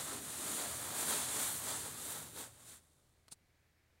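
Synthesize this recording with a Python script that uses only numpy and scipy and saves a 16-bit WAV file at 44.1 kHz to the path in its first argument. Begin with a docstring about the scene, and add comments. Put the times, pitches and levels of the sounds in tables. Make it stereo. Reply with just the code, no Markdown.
"""Dog settling on a beanbag

A dog turns round on a beanbag and lies down, in a small quiet carpeted room. Thousands of foam beads slip
against each other and the cover: random impulses give a bright hiss while they slide, a dull crunch under
weight and low thuds as the body sinks in. Filtered noise gives a low boom in the room's bass modes.
After it settles come a small double tick and one short brush of fabric, over faint room noise and hum."""
import sys
import numpy as np
from scipy import signal
from scipy.fft import rfft, irfft, next_fast_len
from scipy.io import wavfile
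from scipy.ndimage import map_coordinates

SR = 44100
rng = np.random.default_rng(int(sys.argv[2]) if len(sys.argv) > 2 else 0)


def waveform_to_disk(signal):
    """Save audio, clipped to [-1, 1], as 16-bit WAV at the path in sys.argv[1]."""
    frames = np.transpose(np.atleast_2d(signal))
    scaled = np.clip(frames, -1, 1) * 32767
    samples = np.round(scaled).astype(np.int16)
    wavfile.write(sys.argv[1], SR, samples)


N = 176400  # samples: 4 s


def amp(db):
    """Amplitude ratio: 20 dB is a factor of ten."""
    return 10 ** (np.asarray(db) / 20)


def unit(x):
    """Normalisation: scale to rms 1."""
    return x / np.sqrt(np.mean(x ** 2) + 1e-20)


def clock():
    """Sampling: the time of each sample in seconds."""
    return np.arange(N) / SR


def along(points, hz):
    """Logarithmic pitch scale: join (Hz, value) points by lines on a log axis."""
    point_hz, value = np.transpose(points)
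    return np.interp(np.log(hz + 1), np.log(point_hz + 1), value)


def curve(rows):
    """Linear interpolation: join (s, value) points by lines."""
    return np.interp(clock(), *np.transpose(rows))


SETTLE_DB_PER_S = 28


def settling(rows):
    """Exponential decay: after its last point a level in dB falls at a steady rate."""
    since_last = np.maximum(clock() - rows[-1][0], 0)
    return curve(rows) - SETTLE_DB_PER_S * since_last


def wobble(rate):
    """Slow fluctuation: a smooth curve through random knots, rate knots a second."""
    knots = rng.standard_normal(int(N * rate / SR) + 4)
    return map_coordinates(knots, [clock() * rate])


def filtered(x, response):
    """Linear filtering: multiply the spectrum by a response of frequency."""
    padded = next_fast_len(N + SR // 2)
    gain = response(np.fft.rfftfreq(padded, 1 / SR))
    return irfft(rfft(x, padded) * gain, padded)[..., :N]


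def coloured(x, spectrum):
    """Spectral shaping: weight x by a curve of (Hz, dB), then scale to rms 1."""
    return unit(filtered(x, lambda hz: amp(along(spectrum, hz))))


def noise(spectrum):
    """Coloured Gaussian noise: white noise shaped by a spectrum, at rms 1."""
    return coloured(rng.standard_normal(N), spectrum)


SLIP_SPREAD_DB = 3  # standard deviation of slip size


def slips(per_s):
    """Shot noise: random impulses of either sign and scattered size, with even mean power."""
    chance = np.clip(per_s / SR, .002, 1)  # of a slip in each sample
    hit = rng.random(N) < chance
    sign = np.sign(rng.standard_normal(N))
    size = amp(SLIP_SPREAD_DB * rng.standard_normal(N))
    return unit(hit * sign * size / np.sqrt(chance))


# Reverberation time of the room. Each row: frequency in Hz, time to fall 60 dB in seconds.
REVERB_TIMES = [(150, 0.62), (1500, 0.11), (10000, 0.29)]
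TAIL_DB, TAIL_RENEW_S = -11, .4  # gain of the reverberation; time between fresh tails


def room(x):
    """Reverberation: direct sound plus a short decaying noise tail, crossfaded to a fresh one at intervals."""
    wet = np.zeros(N)
    for centre in np.arange(0, N / SR + TAIL_RENEW_S, TAIL_RENEW_S):
        hz, age, cells = signal.stft(rng.standard_normal(SR // 4), SR, nperseg=256)
        decay = amp(-60 * age / along(REVERB_TIMES, hz)[:, None])
        tail = signal.istft(cells * decay, SR, nperseg=256)[1]
        # equal-power crossfade between neighbouring tails
        share = np.sqrt(np.maximum(1 - np.abs(clock() - centre) / TAIL_RENEW_S, 0))
        wet += signal.oaconvolve(x * share, tail / np.linalg.norm(tail))[:N]
    return unit(x + amp(TAIL_DB) * wet)


# Sliding of the beads. Each row: time in seconds, level of the hiss in dB before trim.
SLIDE_LEVEL = [(0, -41.5), (.04, -44.5), (.15, -45.5), (.2, -49), (.27, -46.5), (.57, -41), (.65, -44),
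               (.93, -45), (1.02, -38.5), (1.05, -41.5), (1.11, -36), (1.28, -41), (1.43, -37.5),
               (1.61, -46.5), (1.69, -40.5), (1.96, -49.5), (2.04, -46.5), (2.12, -44.5), (2.32, -58),
               (2.4, -46), (2.45, -52), (2.5, -63.5), (2.56, -63.5), (2.65, -60.5), (2.68, -54.5),
               (2.73, -54.5), (2.78, -61.5), (2.805, -73), (3.2, -86)]
# Colour of sliding beads. Each row: frequency in Hz, relative density in dB per Hz.
HISS_COLOUR = [(150, -42), (900, -11), (2000, -8), (2700, -10.5), (3600, -6), (4300, -7), (5200, -12),
               (6000, -8), (7100, -2), (8700, 0.5), (10200, -2.5), (11500, -6.5), (13000, -10),
               (14400, -12), (15500, -12.5)]
# Highest treble relative to the rest of the hiss. Each row: time in seconds, gain in dB.
AIR_GAIN = [(0, 0), (.4, 0.5), (1, 2.5), (1.3, -2), (1.55, 6), (1.75, -1.5), (2.1, 4), (2.3, 3),
            (2.6, -0.5), (3, 0)]
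AIR_HZ = 10900  # where the highest treble begins
SLIPS_PER_S, FULL_SLIDE_DB = 36000, -38  # slip rate when the level equals a full slide
CROWDING = .45  # exponent: how the rate follows the amplitude
HISS_TRIM_DB = 0.5
CLUMP_DB, CLUMP_HZ = 0.64, 150.3  # small avalanches: depth and rate


def sliding_beads():
    """Stick-slip friction: faster sliding makes more and stronger slips; the top of the hiss comes and goes."""
    level_db = settling(SLIDE_LEVEL)
    rate = SLIPS_PER_S * amp(CROWDING * (level_db - FULL_SLIDE_DB))
    hiss = coloured(room(slips(rate)), HISS_COLOUR)
    top = filtered(hiss, lambda hz: 1 - 1 / (1 + (hz / AIR_HZ) ** 10))
    aired = hiss + (amp(curve(AIR_GAIN)) - 1) * top
    avalanches_db = CLUMP_DB * wobble(CLUMP_HZ)
    return amp(HISS_TRIM_DB + level_db + avalanches_db) * aired


# Pressing of the filling. Each row: time in seconds, level of the crunch in dB before trim.
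PRESS_LEVEL = [(0.0, -48), (0.03, -56.5), (0.12, -49), (0.23, -59), (0.45, -53), (0.48, -50.5), (0.58, -52),
               (0.6, -47), (0.78, -54.5), (0.93, -49), (1.06, -50.5), (1.11, -43), (1.26, -52), (1.41, -48),
               (1.58, -55.5), (1.7, -46.5), (1.8, -56.5), (1.89, -54), (1.92, -59.5), (2.17, -53.5),
               (2.33, -65), (2.38, -54.5), (2.44, -55), (2.52, -71), (2.74, -67.5), (2.82, -79.5),
               (2.96, -86), (3.0, -82)]
# Colour of pressed beads. Each row: frequency in Hz, relative density in dB per Hz.
CRUNCH_COLOUR = [(40, -37), (200, -12.5), (480, -3.5), (600, 2), (750, -1.5), (1000, -1), (1350, -1.1),
                 (1900, -6), (2650, -13), (3100, -12.5), (3600, -5.5), (4300, -9), (5200, -13), (7500, -10),
                 (16000, -41)]
CRUNCH_SLIPS_PER_S, CRUNCH_TRIM_DB = 8000, 2
CRUNCH_CLUMP_DB, CRUNCH_CLUMP_HZ = 1, 49.76  # clumping: depth and rate


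def pressed_beads():
    """Granular yielding: beads deep in the bag give way in muffled clumps."""
    clumps_db = CRUNCH_CLUMP_DB * wobble(CRUNCH_CLUMP_HZ)
    level_db = CRUNCH_TRIM_DB + settling(PRESS_LEVEL) + clumps_db
    return amp(level_db) * coloured(room(slips(CRUNCH_SLIPS_PER_S)), CRUNCH_COLOUR)


# Paws and body sinking into the bag. Each row: time in seconds, level of the thuds in dB before trim.
SINK_LEVEL = [(0.0, -61), (0.03, -62), (0.16, -50.5), (0.23, -57), (0.35, -63), (0.44, -53.5), (0.65, -52),
              (0.73, -59.5), (1.14, -50.5), (1.28, -61), (1.39, -49.5), (1.44, -58), (1.57, -58),
              (1.61, -68), (1.65, -55), (2.02, -61), (2.06, -58.5), (2.33, -64), (2.37, -54), (2.41, -57.5),
              (2.52, -76.5), (2.75, -69), (2.87, -89), (2.9, -83)]
# Colour of the thuds. Each row: frequency in Hz, relative density in dB per Hz.
THUD_COLOUR = [(40, -48), (120, -12.5), (190, -4.5), (215, 1.5), (280, 1.5), (360, -2), (435, -1),
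               (500, -9.5), (900, -34), (3000, -61)]
THUD_SLIPS_PER_S, THUD_TRIM_DB = 5000, -0.1


def thuds():
    """Bulk displacement: weight sinking in shoves whole pockets of filling aside."""
    return amp(THUD_TRIM_DB + settling(SINK_LEVEL)) * coloured(slips(THUD_SLIPS_PER_S), THUD_COLOUR)


# The animal's weight heaving the bag. Each row: time in seconds, level of the boom in dB.
HEAVE_LEVEL = [(0, -59.5), (.55, -64), (.7, -58.5), (1.15, -58.5), (1.6, -59.5), (2.1, -61), (2.42, -66),
               (2.55, -70), (2.75, -70), (2.88, -82), (3.2, -81)]
# Bass modes of the room. Each row: frequency in Hz, full width at half amplitude in Hz,
# relative level in dB before the bass cut.
BASS_MODES = [(59.7, 9, -7.5), (78.4, 13, 2), (101, 9, -8), (117.3, 15, -1.5), (152.7, 22.4, -4)]
BASS_CUT_HZ = 66


def boom():
    """Modal resonance: the heaving bag stirs the room's bass modes."""
    def modes(f):
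        peaks = sum(amp(db) / (1 + ((f - hz) * 2 / width) ** 2) for hz, width, db in BASS_MODES)
        bass_cut = f ** 4 / (f ** 4 + BASS_CUT_HZ ** 4)
        return peaks * bass_cut
    return amp(settling(HEAVE_LEVEL)) * unit(filtered(rng.standard_normal(N), modes))


# Background noise. Each row: frequency in Hz, relative density in dB per Hz.
FLOOR_COLOUR = [(20, -8), (45, -1.5), (100, -4), (150, -6), (230, -11), (320, -11), (500, -13.5),
                (1000, -19), (2000, -27.5), (4000, -22), (6000, -25.5), (9000, -28), (12000, -30),
                (16000, -31)]
FLOOR_DB = -76
# Faint room hum. Each row: frequency in Hz, rms level in dB.
HUM_TONES = [(80.5, -79), (116, -86.5)]
HUM_WAVER = 0.52  # radians of phase
# Colour of a faint midrange hiss. Each row: frequency in Hz, relative density in dB per Hz.
MID_HISS_COLOUR = [(700, -22), (1300, -4), (1600, 1.5), (2300, 2), (3000, -8), (6000, -38)]
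# Level of that hiss. Each row: time in seconds, level in dB.
MID_HISS_DB = [(2.9, -95), (3.2, -85), (3.55, -82), (4, -81.5)]


def background():
    """Superposition: steady room noise, hum tones of wavering phase and a faint midrange hiss add together."""
    hum = np.zeros(N)
    for hz, db in HUM_TONES:
        phase = 2 * np.pi * hz * clock() + HUM_WAVER * wobble(4.4)
        hum += amp(db) * np.sqrt(2) * np.sin(phase)
    floor = amp(FLOOR_DB) * noise(FLOOR_COLOUR)
    mid_hiss = amp(curve(MID_HISS_DB)) * noise(MID_HISS_COLOUR)
    return floor + hum + mid_hiss


# The two ticks. Each row: start in seconds, starting level in dB.
TICK_ONSETS = [(3.282, -52), (3.2864, -58)]
# Colour of the ticks. Each row: frequency in Hz, relative density in dB per Hz.
TICK_COLOUR = [(100, -3), (600, 3), (1500, 2), (2800, -4), (4300, 5), (6000, -4), (9000, 0), (11000, -10),
               (16000, -12)]
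TICK_T60_S = 0.013  # time to fall 60 dB


def ticks():
    """Damped transient: a small dry double tick, each a sudden noise burst with exponential decay."""
    t = clock()
    envelope = sum((t >= start) * amp(db - 60 * np.abs(t - start) / TICK_T60_S) for start, db in TICK_ONSETS)
    return envelope * noise(TICK_COLOUR)


# Colour of the brush. Each row: frequency in Hz, relative density in dB per Hz.
BRUSH_COLOUR = [(40, -14), (130, -2), (250, -5.5), (700, -10.5), (2000, -13.5), (3100, -11), (4500, -2.5),
                (5700, -9), (7000, -3), (9500, 2), (10300, -3), (11200, -14), (14000, -15), (16000, -19)]
BRUSH_PEAK_S, BRUSH_RISE_S, BRUSH_FALL_S = 3.3232, .0056, .0085
BRUSH_DB, BRUSH_SLIPS_PER_S = -47, 35000  # level at the peak; slip rate


def brush():
    """Friction noise: one quick rub of fabric, dense slips that swell and die."""
    t = clock() - BRUSH_PEAK_S
    scaled = t / np.where(t < 0, BRUSH_RISE_S, BRUSH_FALL_S)
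    swell = np.exp(-.7 * np.abs(scaled) ** 1.65)
    return amp(BRUSH_DB) * swell * coloured(slips(BRUSH_SLIPS_PER_S), BRUSH_COLOUR)


def scene():
    """Superposition: all sources add at one microphone, which feeds both channels."""
    bag = sliding_beads() + pressed_beads() + thuds() + boom()
    mono = bag + background() + ticks() + brush()
    return np.array([mono, mono])


TOP_HZ = 15800


def record(dry):
    """Band limiting: nothing at or above the top frequency is kept."""
    return filtered(dry, lambda hz: hz < TOP_HZ)


dry = scene()
out = record(dry)
waveform_to_disk(out)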